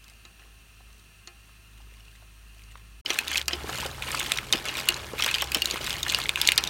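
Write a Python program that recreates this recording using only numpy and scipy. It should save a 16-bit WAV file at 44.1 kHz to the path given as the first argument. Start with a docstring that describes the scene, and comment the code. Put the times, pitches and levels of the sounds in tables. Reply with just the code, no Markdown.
"""Shells clack and grind, faint at first: mussels turned with wooden spatulas in a wok of broth, outdoors.
For three seconds the wok is some steps away; after a brief silence it is right at the microphone.
Shells and metal are dying modes; scrapes, sloshing broth and fizz are crowds of tiny grains.
Knocks ring the wok, wet thuds sound in the heap, and behind them an engine drones as wavering tones."""
import sys
import numpy as np
from scipy import signal
from scipy.fft import rfft, irfft
from scipy.io import wavfile
from scipy.ndimage import uniform_filter1d

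SR = 44100
rng = np.random.default_rng(int(sys.argv[2]) if len(sys.argv) > 2 else 0)


def generate_wav(sig):
    """Save sig (samples, or channels by samples) to the path in sys.argv[1] as 16-bit PCM at SR."""
    pcm = np.round(np.clip(np.atleast_2d(sig).T, -1, 1) * 32767).astype(np.int16)
    wavfile.write(sys.argv[1], SR, pcm)


N = 295029
TIME = np.arange(N) / SR

CUT_OUT, CUT_IN = 3.014, 3.048  # s, the silent gap between the distant and the close position
REST_GRIND_DB, REST_SLOSH_DB, REST_FIZZ_DB = -45.5, -44.5, -53.5  # close up, between pushes

# the wok's ringing modes: mode_hz, level_db, t60_s
WOK = [(353, -7.5, 0.12), (468, -17, 0.18), (700.5, -8.5, 0.11), (798, -10, 0.27), (920, -26, 0.065),
       (1070, -3, 0.11), (1270, -0.5, 0.094), (1360, -6, 0.14), (1670, -23, 0.21), (1740, 0, 0.1),
       (1890, 4, 0.043), (2086, 5, 0.053), (2387, 2, 0.097), (2513, 2.5, 0.099), (2600, 4.5, 0.1),
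       (2810, 8.5, 0.076), (3080, 5, 0.064), (3470, -14, 0.073), (4030, 8.5, 0.027), (4290, 1, 0.074),
       (4320, -30, 0.091), (5690, 2, .07), (6600, -11, .04)]
# colour of shells grinding, also of the crack of a knock: frequency_hz, density_db (per Hz)
GRIND = [(400, -31.5), (900, -6), (1500, -6.5), (2400, 0), (3300, -0.5), (4500, -4.5), (5200, -10.5),
         (6300, -5), (9000, -16), (16000, -24)]


def clacks(rows, second_db=-4, side_db=-5.0, side_octaves=0.58, edge_t60=0.015, edge_db=-1.5, ring_share=0.64):
    """Each shell rings in two strong modes among a crowd of weak ones; its hard edge adds a bright tick."""
    # a shell's bright tick: frequency_hz, density_db (per Hz)
    edge_colour = [(3000, -38), (6000, 3.5), (8200, 7), (10200, -1), (12000, 2), (15500, -3)]
    second_ratio, second_octaves = 1.603, 0.15  # second mode over the first, and its scatter
    out, t = np.zeros(N), np.arange(1800) / SR
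    hz = np.fft.rfftfreq(len(t), 1 / SR) + 1
    contact = 1 - np.exp(-t / .0004)  # the wet contact lasts a moment
    for s, db, main_hz, sharp_db, t60 in rows:
        second_hz = main_hz * second_ratio * 2 ** (second_octaves * rng.standard_normal())
        phases = np.exp(2j * np.pi * rng.random((2, len(hz))))
        octaves_away = np.log2(hz / main_hz)
        crowd = irfft(phases[0] * np.exp(-.5 * (octaves_away / side_octaves) ** 2))
        crowd = struck(crowd * amp(-60 * t / t60))
        modes = struck(ring([main_hz, second_hz], [0, second_db], t60 * ring_share, t))
        body = (modes + amp(side_db) * crowd) * contact
        snap = amp(-60 * t / edge_t60) + amp(-0.5 - 60 * t / 0.0023)  # a short sizzle and a sharper snap
        edge = irfft(phases[1] * amp(read(edge_colour, hz))) * snap
        add(out, s, amp(db) * (struck(body) + amp(sharp_db + edge_db) * struck(edge)))
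    return out


def loose_shells(grind):
    """Small clacks at random moments, as strong as the push that tumbles them; rows for clacks()."""
    per_s, over_grind_db, spread_db = 42, 2.5, 2
    centre_hz, octaves, edge_db, t60_s = 3004, 0.422, -6.5, .015
    count = int(per_s * N / SR)
    chance = rng.random((400, 4))[:count]
    at = (chance[:, 0] * N).astype(int)
    size, pitch, edge = np.sqrt(12) * (chance[:, 1:].T - .5)  # uniform, rms 1
    db = 20 * np.log10(grind[at] + 1e-9) + over_grind_db + spread_db * size
    main_hz = centre_hz * 2 ** (octaves * pitch)
    return [(*row, t60_s) for row in zip(at / SR, db, main_hz, edge_db + 4 * edge)]


def near_stirring(grind, slosh):
    """Close up, shells scrape and tick and broth sloshes under the strokes, with a floor between them."""
    grind = np.hypot(grind, amp(REST_GRIND_DB))
    slosh = np.hypot(slosh, amp(REST_SLOSH_DB))
    scrape = amp(-3.5) * grind * shell_grains(per_s=1800, spread_db=4.5, t60=0.011, count=30)
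    ticks = amp(-4) * grind * shell_grains(per_s=200, spread_db=4.8, t60=0.0073)
    liquid = amp(-1.5) * slosh * broth(per_s=1000, spread_db=3.3, cycles=15.3, rise=0.085)
    return lifted() * (scrape + ticks + liquid)


def shell_grains(per_s, spread_db, t60, count=36):
    """Shell edges catch and slip: tiny ticks, each with three short modes."""
    t = np.arange(800) / SR
    shells = []
    for hz in np.geomspace(950, 6200, count):
        modes_hz = hz * rng.uniform([1, 1.3, 2], [1.1, 1.9, 2.9])
        grain_t60 = t60 * rng.uniform(0.74, 1.35) * (hz / 2500) ** -.5  # higher shells die sooner
        shells.append(ring(modes_hz, [0, -2, -4], grain_t60, t))
    return scatter(shells, per_s, spread_db, GRIND)


def broth(per_s, spread_db, cycles, rise, count=32):
    """Bubbles and squelches: about a dozen dying cycles each, rising in pitch as they surface."""
    # frequency_hz, density_db (per Hz)
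    slosh_colour = [(100, -8.5), (200, -2), (350, 1.5), (600, 3), (1100, 5), (1700, 8), (3000, -15.5)]
    t = np.arange(2600) / SR
    bubbles = []
    for hz in np.geomspace(190, 2000, count):
        age = t * hz / (cycles * rng.uniform(0.59, 1.1))  # 1 when the bubble is 60 dB down
        turns = hz * t * (1 + rise * np.minimum(age, 1))
        bubbles.append(amp(-60 * age) * np.sin(2 * np.pi * turns))
    return scatter(bubbles, per_s, spread_db, slosh_colour)


def fizz(per_s, spread_db, count=28):
    """Droplets and films of broth burst on shells and hot metal; their tiny pings merge into a hiss."""
    # frequency_hz, density_db (per Hz)
    fizz_colour = [(2000, -24), (5000, -1.5), (7000, -3.5), (9000, 0.5), (10200, -3.5), (11500, -0.5),
                   (15500, -3.5)]
    t = np.arange(200) / SR
    pings = [ring([hz, hz * rng.uniform(.6, 1.3)], [0, 0], .0025, t)
             for hz in np.geomspace(4000, 16000, count)]
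    return scatter(pings, per_s, spread_db, fizz_colour)


def knocks(crack_db=-3, crack_t60=0.027):
    """Spatula or shell hits the wok: a short crack, then the metal rings, damped by its load."""
    # start_s, level_db (before the 0.7 gain below), tilt_db (per octave), sustain (times the wok's own t60)
    knock_rows = [(0.251, -50.5, -4.5, 1.6), (0.396, -55, -5, 1.1), (0.446, -60, -5, 1.1),
                  (1.274, -44, -3.5, 1.7), (3.104, -25, -2, .9), (3.482, -27, -1, .8),
                  (3.5318, -33.5, -10, 1.1), (4.533, -25, -3.5, 1.1), (4.893, -36, -10, 1.1),
                  (5.552, -29.5, -4, 1.1), (6.581, -21.5, 0.5, .9)]
    out, t = np.zeros(N), np.arange(SR // 2) / SR
    hz, mode_db, t60 = np.transpose(WOK)
    for s, db, tilt_db, sustain in knock_rows:
        tilted_db = mode_db + tilt_db * np.log2(hz / 2000)
        metal = struck(ring(hz, tilted_db, t60 * sustain, t), size=660)
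        crack = colour(rng.standard_normal(len(t)), GRIND) * amp(-60 * t / crack_t60)
        add(out, s, amp(db) * (metal + amp(crack_db) * struck(crack, size=660)) * 0.7)
    return out


def thuds(splash_db=-2, splash_octaves=0.94):
    """Wood meets the wet heap: a pocket of broth rings briefly inside a dull splash."""
    # start_s, level_db (2 dB above what sounds), pitch_hz, t60_s (scaled below for pocket and splash)
    thud_rows = [(0.803, -55, 738, 0.045), (1.802, -54.5, 820, .055), (2.223, -53, 710, .034),
                 (2.755, -41.5, 1200, 0.0073), (3.103, -33, 405, 0.027), (3.641, -31, 436, .023),
                 (3.693, -32.5, 720, 0.019), (3.827, -33, 930, .021), (3.857, -30, 525, .026),
                 (4.145, -29, 1050, .025), (4.536, -33, 325, .068), (5.135, -29, 470, 0.025),
                 (5.198, -28.5, 1240, 0.025), (5.262, -28, 1060, 0.037), (5.423, -24, 1090, 0.02),
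                 (5.559, -33, 318, .055), (5.739, -32, 334, .028), (5.759, -29.5, 1070, 0.012),
                 (5.807, -34, 435, 0.033)]
    out, t = np.zeros(N), np.arange(4000) / SR
    f = np.fft.rfftfreq(len(t), 1 / SR) + 1
    for s, db, hz, t60 in thud_rows:
        pocket = ring(hz, 0, t60 * 0.77, t)
        band = -.5 * (np.log2(f / hz) / splash_octaves) ** 2
        splash = irfft(np.exp(2j * np.pi * rng.random(len(f)) + band)) * amp(-60 * t / (t60 * 1.75))
        soft_onset = 1 - np.exp(-t / 0.00089)
        thud = (struck(pocket) + amp(splash_db) * struck(splash)) * soft_onset
        add(out, s, amp(db - 2.0) * struck(thud, size=300))
    return out


def push(start, length, settle_s):
    """Gain of one stroke: a quick bite, an arched hold, then the heap settles."""
    bite_s, arch_db = 0.014, 3  # strongest in its middle
    t = np.maximum(TIME - start, 0)
    arch = (2 * np.minimum(t / length, 1) - 1) ** 2
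    settling_db = 60 * np.maximum(t - length, 0) / settle_s
    return (1 - np.exp(-t / bite_s)) * amp(-arch_db * arch - settling_db)


def strokes():
    """How hard the shells grind, the broth sloshes and the spray fizzes at every sample, as gains."""
    # pushes of the spatula through the heap: start_s, length_s, grind_db, slosh_db, fizz_db
    push_rows = [(0, 0.14, -58.5, -65, -74), (.38, 0.062, -61, -58, -73), (.85, .2, -64, -70, -76),
                 (1.422, 0.097, -64, -62, -74), (1.715, 0.53, -61.5, -66, -77),
                 (2.45, 0.36, -60, -68, -76.5), (3.056, 0.13, -37, -43, -47),
                 (3.259, 0.12, -33, -45.5, -50), (3.49, 0.069, -43.5, -44, -57),
                 (3.659, 0.26, -39, -40, -48), (4.02, 0.34, -34.5, -43, -44.5),
                 (4.512, .035, -33, -36.5, -45), (4.639, 0.07, -32.5, -39.5, -46),
                 (4.742, 0.075, -35, -38.5, -47), (4.852, 0.11, -37.5, -39, -62),
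                 (5.162, .24, -32.5, -43.5, -48), (5.517, 0.069, -35.5, -45, -46),
                 (5.632, 0.13, -36.5, -43.5, -49), (5.797, 0.17, -35, -44.5, -45.5),
                 (6.045, 0.18, -33, -42, -46), (6.353, 0.16, -31, -44.5, -45),
                 (6.587, 0.087, -38, -41.5, -55)]
    shells_settle_s, broth_settle_s = 0.38, 0.42  # t60 after the push
    power = np.zeros((3, N))
    for start, length, grind_db, slosh_db, fizz_db in push_rows:
        shells, liquid = push(start, length, shells_settle_s), push(start, length, broth_settle_s)
        power += np.square([amp(grind_db) * shells, amp(slosh_db) * liquid, amp(fizz_db) * shells])
    return np.sqrt(power)


def lifted():
    """Gain that dips while the spatulas are clear of the heap."""
    # middle_s, half_length_s, depth_db
    lift_rows = [(3.453, 0.032, 16), (3.928, 0.043, 5.5), (4.44, .05, 1.5)]
    return amp(-sum(db * np.exp(-((TIME - s) / half) ** 4) for s, half, db in lift_rows))


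def bowl(x, size=8000):
    """Short echo between the wok's walls: sparse random reflections, each band dying at its own rate."""
    # frequency_hz, t60_s (floored at 0.01 s below)
    echo_t60 = [(300, -0.1), (1000, 0.22), (2500, -0.02), (5000, 0.09), (12000, 0)]
    # frequency_hz, gain_db
    echo_colour = [(300, 0.5), (1200, -3), (2500, -1), (4000, -3.5), (7000, -8.5), (15000, 13)]
    taps = rng.standard_normal(size) * (rng.random(size) < .03)
    taps = taps * (np.arange(size) > .002 * SR)  # nothing returns in the first 2 ms
    hz, t, z = signal.stft(taps, SR, nperseg=128)
    t60 = np.maximum(read(echo_t60, hz), 1e-2)[:, None]
    tail = signal.istft(z * amp(-60 * t / t60), SR, nperseg=128)[1]
    return signal.oaconvolve(x, colour(tail / np.linalg.norm(tail), echo_colour))[:N]


def wok_ring(x):
    """Whatever rubs or bubbles in the wok keeps its modes ringing."""
    metal = ring(*np.transpose(WOK), np.arange(SR // 4) / SR)
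    return signal.oaconvolve(x, metal / np.linalg.norm(metal))[:N]


def far_view(grind, slosh):
    """From some steps away: open air, engine, the simmer humming in the wok's metal, faint stirring."""
    # the engine's level: time_s, level_db
    drone_curve = [(0, -55.5), (.8, -57), (1.8, -53.5), (3.0, -51.5)]
    # its orders: multiple, level_db
    orders = [(1, 0), (2, -9), (3, -22), (3.66, -23)]
    # thin steady whines: pitch_hz, level_db
    whine_rows = [(400, -81), (668, -82), (945, -84), (1075, -80.5), (1595, -78), (1725, -78), (4550, -76),
                  (14130, -85)]
    # three noise colours: frequency_hz, density_db (per Hz)
    air_colour = [(88, -25), (170, -1.5), (330, -10.5), (500, -14.5), (800, -18), (1400, -9.5), (2250, -20),
                  (3400, -12.5), (4500, -18), (4900, -18), (6300, -15), (7500, -19), (9200, -12.5),
                  (10300, -20), (15600, -20.5)]
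    rumble_colour = [(24, -36), (40, -8), (52, -1.5), (75, 0), (110, -3), (160, -15.5), (300, -28),
                     (600, -55)]
    simmer_colour = [(1800, -22.5), (2350, -6.5), (2650, 6.5), (2900, -2), (3300, -14), (4000, -36)]
    engine_hz = 52.4
    db, = follow(drone_curve)
    engine = sum(tone(engine_hz * k, db + order_db, waver_hz=0.28, waver_db=2.0) for k, order_db in orders)
    whines = sum(tone(f, line_db, waver_hz=f / 900, waver_db=2) for f, line_db in whine_rows)
    air = amp(-60) * hiss(air_colour) + amp(-64) * hiss(rumble_colour)
    simmer = amp(-63) * unit(wok_ring(rng.standard_normal(N)))
    simmer += amp(-64.0 + 0.73 * drift(7.4)) * hiss(simmer_colour)
    stirring = amp(-9.5) * grind * shell_grains(per_s=240, spread_db=2.5, t60=0.014)
    stirring += amp(-4) * slosh * broth(per_s=140, spread_db=5, cycles=12.0, rise=.04)
    return engine + whines + air + simmer + stirring


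def near_background():
    """Behind the close wok: the engine, steady hum, and a low rumble that swells in, then holds."""
    # the engine: time_s, pitch_hz, level_db
    engine_curve = [(3.15, 69.4, -64), (3.34, 70.2, -46), (4.15, 70.5, -51), (4.45, 68.7, -54),
                    (5.4, 69.1, -47.5), (5.7, 66, -49), (6.69, 66.2, -48)]
    # hum beside it: pitch_hz, level_db (1.5 dB above what sounds)
    hum_rows = [(44, -58), (128.5, -51.5), (355.3, -58.5), (424, -60)]
    # frequency_hz, density_db (per Hz)
    rumble_colour = [(24, -53), (43, 2.5), (68, -0.5), (100, 0.5), (160, -3), (300, -16), (900, -14.5),
                     (3000, -19), (15000, -29)]
    rumble_db, start_db, swell_s = -48, -13.5, 0.64  # start_db is relative to the held level
    hz, db = follow(engine_curve)
    swell_db = start_db * np.clip(1 - (TIME - CUT_IN) / swell_s, 0, 1)
    hum = sum(tone(f, line_db + swell_db - 1.5, waver_hz=1.213, waver_db=2.0) for f, line_db in hum_rows)
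    rumble = amp(rumble_db + swell_db + 2.3 * drift(3.6)) * hiss(rumble_colour)
    return tone(hz, db, waver_hz=2.05, waver_db=2.0) + hum + rumble


def tone(hz, db, waver_hz=1.0, waver_db=1.5):
    """A sine line whose pitch and level wander."""
    turns = np.cumsum(hz + waver_hz * drift(3.82)) / SR
    return np.sqrt(2) * amp(db + waver_db * drift(3.1)) * np.sin(2 * np.pi * turns)


def scatter(templates, per_s, spread_db, points, size=3000):
    """Random grains, many small and few large, coloured and held at a steady mean level."""
    happens = rng.random(N) < per_s / SR
    sizes = amp(spread_db * np.minimum(rng.exponential(1, N), 4))
    clicks = happens * rng.choice([-1, 1], N) * sizes
    which = rng.integers(0, len(templates), N)
    grains = sum(signal.oaconvolve(clicks * (which == k), unit(g))[:N] for k, g in enumerate(templates))
    out = colour(grains, points)
    power = uniform_filter1d(uniform_filter1d(out ** 2, size), size)
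    return out / np.sqrt(abs(power) + 1e-12)


def ring(hz, db, t60, t):
    """A sum of dying modes, each of random sign."""
    hz, db, t60 = (np.reshape(v, (-1, 1)) for v in (hz, db, t60))
    sign = rng.choice([-1, 1], hz.shape)
    return (sign * amp(db - 60 * t / t60) * np.sin(2 * np.pi * hz * t)).sum(0)


def struck(x, size=220):
    """Scales a hit to rms 1 over its first samples."""
    return x / np.sqrt(np.mean(x[:size] ** 2) + 1e-20)


def colour(x, points, size=4096):
    """Causal (minimum-phase) filter with the given spectrum, so that clicks keep their sharp front."""
    log_gain = np.log(amp(read(points, abs(np.fft.fftfreq(size, 1 / SR)))))
    taps = np.fft.ifft(np.exp(np.conj(signal.hilbert(log_gain)))).real
    return signal.oaconvolve(x, taps)[:len(x)]


def hiss(points):
    """Coloured noise of rms 1."""
    return unit(colour(rng.standard_normal(N), points))


def drift(hz):
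    """Slow random wander of rms 1, up to about hz."""
    f = np.fft.rfftfreq(N, 1 / SR)
    return unit(irfft(rfft(rng.standard_normal(N)) * np.exp(-(f / hz) ** 2), N))


def amp(db):
    """Decibels to gain."""
    return 10 ** (np.asarray(db) / 20)


def unit(x):
    """Scales to rms 1."""
    return x / np.sqrt(np.mean(x ** 2) + 1e-20)


def read(points, hz):
    """A spectrum's value on a log-frequency axis."""
    f, value = np.transpose(points)
    return np.interp(np.log(hz + 1), np.log(f + 1), value)


def follow(rows):
    """Each column of a curve at every sample."""
    s, *columns = np.transpose(rows)
    return [np.interp(TIME, s, c) for c in columns]


def add(mix, s, sound):
    """Lays a sound into the mix at time s."""
    part = mix[max(round(s * SR), 0):][:len(sound)]
    part += sound[:len(part)]


def scene():
    """Blows and fizz sound at both distances; each has its own stirring and background."""
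    # loudest clacks of shell on shell: start_s, level_db, main_mode_hz, sharp_edge_db (before edge_db),
    # t60_s (of the weak modes; the strong ones die sooner)
    clack_rows = [(0.2509, -48, 3950, -16, .03), (1.2736, -40, 4370, -17, .03),
                  (2.0053, -53, 2880, -15, .028), (2.0813, -53, 2740, -16, 0.027),
                  (2.1534, -54, 1870, -16, .03), (3.0601, -24.5, 3000, -17, 0.03),
                  (3.1035, -21.5, 3290, -29, 0.022), (3.1882, -18, 2550, -5, 0.015),
                  (3.2804, -28, 3750, -4, .017), (3.3571, -21, 2510, -13, .02),
                  (3.373, -25, 4160, -4, 0.0098), (3.379, -22, 3270, -5, 0.013),
                  (3.4146, -28.5, 3250, -15, 0.0084), (3.4813, -21.5, 4680, -4, .014),
                  (3.509, -31, 1910, -19, 0.019), (3.5315, -23.5, 3080, -39, 0.038),
                  (3.693, -31.5, 1270, -18, .019), (4.023, -28.5, 2430, -10, 0.023),
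                  (4.1462, -27.5, 1295, -9, 0.018), (4.1967, -29, 3520, 3.5, 0.025),
                  (4.3192, -19, 2540, -2, 0.0067), (4.3736, -27.5, 3850, -9, .013),
                  (4.3865, -23.5, 2070, -16, 0.0087), (4.526, -15.5, 3680, -6.5, 0.017),
                  (4.5337, -19.5, 3080, -18, 0.029), (4.6847, -29, 2810, -19, 0.035),
                  (4.7527, -29.5, 2360, -13, 0.027), (4.8877, -14.5, 2800, -2.5, .026),
                  (4.903, -27.5, 2840, -8, .018), (4.9424, -30, 4050, -16, .016),
                  (5.197, -27.5, 2590, -12, 0.028), (5.223, -19, 3150, -10.5, 0.022),
                  (5.2379, -26.5, 1920, -1, 0.023), (5.2445, -22, 3270, -11, 0.023),
                  (5.2622, -25.5, 2800, 0, .02), (5.2883, -24, 2430, -19, .013),
                  (5.312, -26, 2570, -5, 0.019), (5.3425, -20.5, 3080, -10, .012),
                  (5.3487, -22.5, 3150, -16, .034), (5.3836, -27.5, 2660, -8, 0.019),
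                  (5.412, -27, 3360, -13, 0.0083), (5.421, -24, 3125, -1.5, 0.035),
                  (5.5186, -27, 2540, -1.5, 0.022), (5.5465, -19, 3080, -3, 0.035),
                  (5.62, -19, 2835, -7.5, .027), (5.657, -20.5, 3950, -6, 0.0098),
                  (5.71, -23.5, 4400, -11, .015), (5.906, -26.5, 3540, -9, 0.01),
                  (6.0303, -23, 3660, -4.5, 0.021), (6.0645, -27, 1750, -17, .03),
                  (6.0976, -22, 3500, -21, .014), (6.1467, -16.5, 2820, -12.5, 0.008),
                  (6.187, -27.5, 1250, -3, 0.02), (6.2567, -27, 2220, -24, .018),
                  (6.2924, -17.5, 2370, -9, 0.0086), (6.358, -22, 2650, -11, 0.011),
                  (6.415, -18, 3510, -3.5, .017), (6.4739, -15.5, 4450, -6, 0.011),
                  (6.4882, -11.5, 2210, -13, 0.009), (6.5194, -18, 2630, -4, 0.0075),
                  (6.578, -13.5, 3730, -5.5, 0.018), (6.6388, -23.5, 3570, -6, 0.005),
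                  (6.6742, -25.5, 3690, -10.5, 0.017)]
    far = np.clip((CUT_OUT - TIME) / 0.0068, 0, 1)
    near = np.clip((TIME - CUT_IN) / 0.0044, 0, 1)
    grind, slosh, spray = strokes()

    shells = clacks(clack_rows + loose_shells(grind))
    blows = knocks() + thuds()
    hits = shells + blows
    hits += amp(-14) * bowl(shells) + amp(-19) * bowl(blows) + amp(-20.5) * wok_ring(shells)

    stirring = near_stirring(grind, slosh)
    stirring = stirring + amp(-18) * bowl(stirring) + amp(-20) * wok_ring(stirring)
    spray = np.hypot(spray, near * amp(REST_FIZZ_DB))
    droplets = lifted() * spray * fizz(per_s=4000, spread_db=4.2)

    distant = far * far_view(grind, slosh)
    close = near * (stirring + near_background())
    return ((far + near) * (hits + droplets) + distant + close)[None]


def record(dry):
    """Full-scale limit, then a steep low-pass."""
    edge_hz = 16100
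    taps = signal.firwin(255, edge_hz, window=("kaiser", 9), fs=SR)
    return signal.oaconvolve(np.clip(dry, -1, 1), taps[None], "same")


dry = scene()
out = record(dry)
generate_wav(out)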